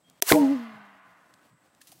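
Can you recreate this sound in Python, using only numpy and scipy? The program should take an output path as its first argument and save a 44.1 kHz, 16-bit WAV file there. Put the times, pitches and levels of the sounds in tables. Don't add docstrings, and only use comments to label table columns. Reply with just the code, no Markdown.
import sys
import numpy as np
from scipy import signal
from scipy.fft import rfft, irfft
from scipy.io import wavfile
from scipy.ndimage import uniform_filter1d

SR = 44100
rng = np.random.default_rng(int(sys.argv[2]) if len(sys.argv) > 2 else 0)


def volts_from_db(level):
    exponent = np.asarray(level, float) / 20
    return 10 ** exponent


def transcribe(signal):
    frames = np.atleast_2d(signal).T
    limited = np.clip(frames, -1, 1)
    pcm = np.round(limited * 32767).astype(np.int16)
    wavfile.write(sys.argv[1], SR, pcm)


N = 88200
T = np.arange(N) / SR
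POP_S = 0.3218

# pitch in Hz, level in dB per Hz.
AIR_COLOUR = [(18, -67), (30, -27.5), (109, -7.5), (239, -6), (295, -2), (384, -12.5), (600, -7.5),
              (1720, -16.5), (16000, -31)]
# start in seconds, length in seconds, pitch in Hz, level in dB.
BIRD_NOTES = [
    (0.036, .075, 3240, -65.5),
    (.11, 0.091, 3250, -76),
]
# start in seconds, length in seconds, level in dB.
WIND_PUFFS = [
    (.0, 0.22, -68),
    (0.476, 0.14, -58),
    (.7, 0.13, -61.5),
    (1.07, .06, -64),
    (1.317, .05, -69),
    (1.504, 0.065, -59.5),
    (1.89, 0.052, -63.5),
    (1.937, .06, -67),
]
# start in seconds, peak in dB, middle pitch in Hz, time to fall 60 dB in seconds.
HAND_TICKS = [
    (0.099, -42.5, 6000, 0.0059),
    (0.509, -43, 4500, .01),
    (1.34, -45.5, 4000, 0.012),
    (1.749, -52.5, 3500, 0.01207),
    (1.815, -45.5, 4960, 0.04),
    (1.871, -51, 5970, .12),
    (1.892, -66, 6520, 0.0598),
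    (1.918, -49, 6000, .07),
]
# start in seconds, pitch in Hz, length in cycles, peak in dB.
HAND_KNOCKS = [
    (1.921, 730, 7.2, -50.5),
    (1.812, 1770, 9.8, -52),
    (1.945, 329, 8, -60.5),
]
# pitch in Hz, time to fall 60 dB in seconds.
WOODS_FADE = [(100, 1.1), (300, 1.), (700, 2), (1500, 3), (3000, 1.7), (5000, 0.9149), (8000, 0.5553),
              (15000, 0.03)]
# pitch in Hz, level in dB.
WOODS_COLOUR = [(100, -25), (290, -13.5), (420, -22), (700, -10), (1200, -8.5), (2200, -11.5), (3500, -14),
                (12000, -11.5)]
# pitch in Hz, level in dB, time to fall 60 dB in seconds.
IGNITER_RINGS = [(399.8, -12.5, .05), (694, -8, 0.032), (982, -13.5, 0.021), (2580, -13, 0.012),
                 (3700, -9, .006), (5960, 2, 0.015), (8650, -1, 0.0066), (10630, -5, 0.0068),
                 (12170, 3.5, .007), (14500, -8.5, .005)]
# time in seconds, hiss level in dB.
GAS_PRESSURE = [
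    (0.227, -45.5),
    (.236, -45.5),
    (0.258, -42.5),
    (0.276, -29),
    (.292, -21.5),
    (0.318, -21),
    (.326, -28.5),
    (.375, -40.5),
    (.44, -54),
]
# pitch in Hz, level in dB per Hz.
HISS_COLOUR = [(200, -29.5), (500, -12.5), (1200, -9.5), (2500, -9.5), (6000, -10), (9000, -8.5),
               (14500, -10), (16000, -12.5)]
# time in seconds, pitch in Hz, level in dB.
BURNING_NOTE = [
    (.327, 290.4, -21.5),
    (.36, 307.1, -17),
    (.39, 295.9, -19.5),
    (.435, 277.6, -16),
    (.48, 264.1, -22),
    (.515, 282.6, -20),
    (.535, 284.2, -24),
    (.565, 250.5, -28.5),
    (.59, 240.4, -35.5),
]
# time in seconds, pitch in Hz, level in dB.
COOLING_NOTE = [
    (0.6, 237.5, -34.5),
    (0.726, 216.7, -49),
    (0.828, 206.2, -57),
    (1.04, 187.6, -74),
    (1.1, 182.5, -67.5),
]
# multiple of its pitch, level in dB, change in dB per second.
GAS_OVERTONES = [(1.6, -6.5, -170), (2, -27, 19), (3, -29.5, -60)]
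# pitch in Hz, width in Hz, boost in dB.
WALL_TONES = [(627.5, 11, 17), (829, 32, 18), (919.3, 14, 20)]
# start in seconds, pitch in Hz, length in cycles, peak in dB.
POP_BURSTS = [(0.295, 1950, 8.6, -20.5), (.301, 1517, 9.9, -15.5), (.3085, 700, 3.4, -24.5),
              (0.3155, 419, 1.78, -2.5), (0.3191, 655, 1.9, -6.5), (.3205, 2038, 5.3, -4),
              (0.3218, 3702, 5.4, -9), (.3216, 1107, 3, -10.5), (0.3217, 2997, 4, -14),
              (0.3222, 4700, 6, -13.5), (.3275, 2100, 7, -19), (.329, 1003, 5, -18),
              (.331, 359.2, 1.8, -14), (0.34, 2143, 8.3, -27.5), (0.356, 2300, 5.8, -29.5)]
# start in seconds, pitch in Hz, length in cycles, peak in dB.
WALL_SWELLS = [
    (.343, 624, 32, -20.5),
    (.39, 636, 87, -36),
    (.345, 930, 100, -31),
    (.335, 815, 38, -26.5),
    (.335, 970, 24, -28),
]
# pitch in Hz, level in dB, time to fall 60 dB in seconds.
PIPE_RINGS = [(398, -3.5, 0.14), (461, -3, 0.2), (620, -5.5, 0.12), (765, -7.5, 0.1), (1081, -4.5, 0.076),
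              (1416, -20, 0.18), (1910, -15.5, .09), (2300, -16, 0.074)]
# pitch in Hz, level in dB.
BLAST_COLOUR = [(150, -20), (500, -5.5), (1500, -5.5), (4000, -9.5), (16000, -19)]


def evened(x):
    return x / np.sqrt(np.mean(x ** 2) + 1e-20)


def read(points, hz):
    point_hz, value = np.transpose(points)
    return np.interp(np.log(hz + 1), np.log(point_hz + 1), value)


def white():
    return rng.standard_normal(N)


def coloured(points):
    gain = volts_from_db(read(points, np.fft.rfftfreq(N, 1 / SR)))
    return evened(irfft(rfft(white()) * gain, N))


def resonate(x, hz, width):
    turn = np.exp(2j * np.pi * hz * T)
    r = np.exp(-np.pi * width / SR)
    return 2 * (turn * signal.lfilter([1 - r], [1, -r], x / turn)).real


def resonant_noise(hz, width):
    return evened(resonate(resonate(white(), hz, width), hz, width))


def dying(s, t60):
    return (T >= s) * volts_from_db(-60 * np.maximum(T - s, 0) / t60)


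def rings(s, modes):
    return sum(volts_from_db(db) * dying(s, t60) * np.sin(2 * np.pi * hz * (T - s)) for hz, db, t60 in modes)


def bump(s, length):
    return np.sin(np.pi * np.clip((T - s) / length, 0, 1))


def burst(s, hz, cycles, db):
    return volts_from_db(db) * bump(s, cycles / hz) * np.sin(2 * np.pi * hz * (T - s))


def high(x, hz):
    return signal.sosfilt(signal.butter(2, hz, "high", fs=SR, output="sos"), x)


def still_air():
    drift = volts_from_db(2.3 * evened(uniform_filter1d(white(), 2500)))
    return volts_from_db(-66.5) * drift * coloured(AIR_COLOUR)


def insects():
    hush_db, hush_s = -14, 1.0
    hush = (T > POP_S) * np.clip(1 - (T - POP_S) / hush_s, 0, 1) ** 0.5
    return volts_from_db(-79 + hush_db * hush) * resonant_noise(7980, 1000)


def bird():
    return sum(volts_from_db(db) * np.sqrt(abs(bump(s, length))) * np.sin(2 * np.pi * hz * T)
               for s, length, hz, db in BIRD_NOTES)


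def wind():
    puffs = sum(volts_from_db(db) * bump(s, length) for s, length, db in WIND_PUFFS)
    return resonant_noise(139.5, 62) * puffs


def handling():
    noise = white() * volts_from_db(2.3 * rng.standard_normal(N))
    span = 2.48
    ticks = 0
    for s, db, hz, t60 in HAND_TICKS:
        edges = [hz / span, min(hz * span, SR / 2.1)]
        band = signal.butter(2, edges, "band", fs=SR, output="sos")
        ticks = ticks + volts_from_db(db) * dying(s, t60) * signal.sosfilt(band, noise)
    dry_snap = burst(1.339, 4000, 1, -42)
    rustle = volts_from_db(-63.5) * (T > 1.806) * high(noise, 2000)
    return ticks + dry_snap + rustle + sum(burst(*row) for row in HAND_KNOCKS)


def woods(x):
    delay_s, rise_s = 0.032, 0.067
    returns = white() * np.clip((T - delay_s) / rise_s, 0, 1)
    hz, t, z = signal.stft(returns, SR, nperseg=512)
    fade_db = -60 * t / read(WOODS_FADE, hz)[:, None]
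    z = z * volts_from_db(read(WOODS_COLOUR, hz)[:, None] + fade_db)
    echo = signal.istft(z, SR, nperseg=512)[1]
    return signal.fftconvolve(x, echo)[:N] / np.sqrt(SR / 10)


def spark():
    snap_s, travel_s = 0.2228, 0.005
    scrape = volts_from_db(-43.5) * (T > snap_s - travel_s) * (T < snap_s)
    snap = volts_from_db(-8) * dying(snap_s, 0.013)
    ringing = high(high(rings(snap_s, IGNITER_RINGS), 260), 260)
    return volts_from_db(-13.5) * ringing + high(white(), 2100) * (scrape + snap)


def hiss():
    s, db = np.transpose(GAS_PRESSURE)
    sputter = volts_from_db(1.2 * evened(uniform_filter1d(white(), 40)))
    level_db = np.interp(T, s, db) - 71 * np.maximum(T - s[-1], 0)
    return coloured(HISS_COLOUR) * sputter * volts_from_db(level_db) * (T > s[0])


def singing_gas():
    s, hz, db = np.transpose(list(BURNING_NOTE) + list(COOLING_NOTE))
    phase = 2 * np.pi * np.cumsum(uniform_filter1d(np.interp(T, s, hz), 600)) / SR
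    level_db = uniform_filter1d(np.interp(T, s, db), 400) - 100 * np.maximum(T - s[-1], 0)
    onset = np.clip((T - s[0] + 0.002) / 0.0045, 0, 1)
    level = np.sqrt(2) * volts_from_db(level_db) * onset
    since = np.maximum(T - s[0], 0)
    overtones = level * sum(volts_from_db(over_db + change * since) * np.sin(multiple * phase)
                            for multiple, over_db, change in GAS_OVERTONES)
    walls = sum(volts_from_db(boost) * resonate(overtones, wall_hz, width) for wall_hz, width, boost in WALL_TONES)
    return level * np.sin(phase) + overtones + walls


def blast():
    return volts_from_db(-13) * dying(POP_S, 0.027) * coloured(BLAST_COLOUR)


def pop():
    thump_s = 0.316
    bursts = sum(burst(*row) for row in POP_BURSTS)
    swells = sum(burst(*row) for row in WALL_SWELLS)
    crack = volts_from_db(-10) * dying(POP_S, 0.0061) * high(white(), 1500)
    thump = rings(thump_s, [(78, -29.5, 0.089)])
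    rumble = volts_from_db(-29.5) * dying(thump_s, 0.4) * resonant_noise(169, 75)
    pipe = volts_from_db(-16.5) * rings(POP_S, PIPE_RINGS)
    return bursts + swells + crack + thump + rumble + pipe


def scene():
    background = still_air() + insects() + bird() + wind() + handling()
    gas = hiss()
    tones = singing_gas() + pop()
    echo = woods(gas + blast() + volts_from_db(-15) * tones)
    return (background + spark() + gas + tones + echo)[None]


def band_limit(x):
    return signal.sosfilt(signal.butter(12, 17090, fs=SR, output="sos"), x)


def record(dry):
    dropout = (T > 0.2035) & (T < 0.2175)
    mute = uniform_filter1d(np.where(dropout, volts_from_db(-56), 1.0), 40)
    heard = 0.82 * np.tanh(high(dry, 60) * mute / 0.83)
    top = signal.firwin(255, 15900, fs=SR)
    heard = signal.oaconvolve(heard, top[None], "same")
    return band_limit(heard)


dry = scene()
out = record(dry)
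transcribe(out)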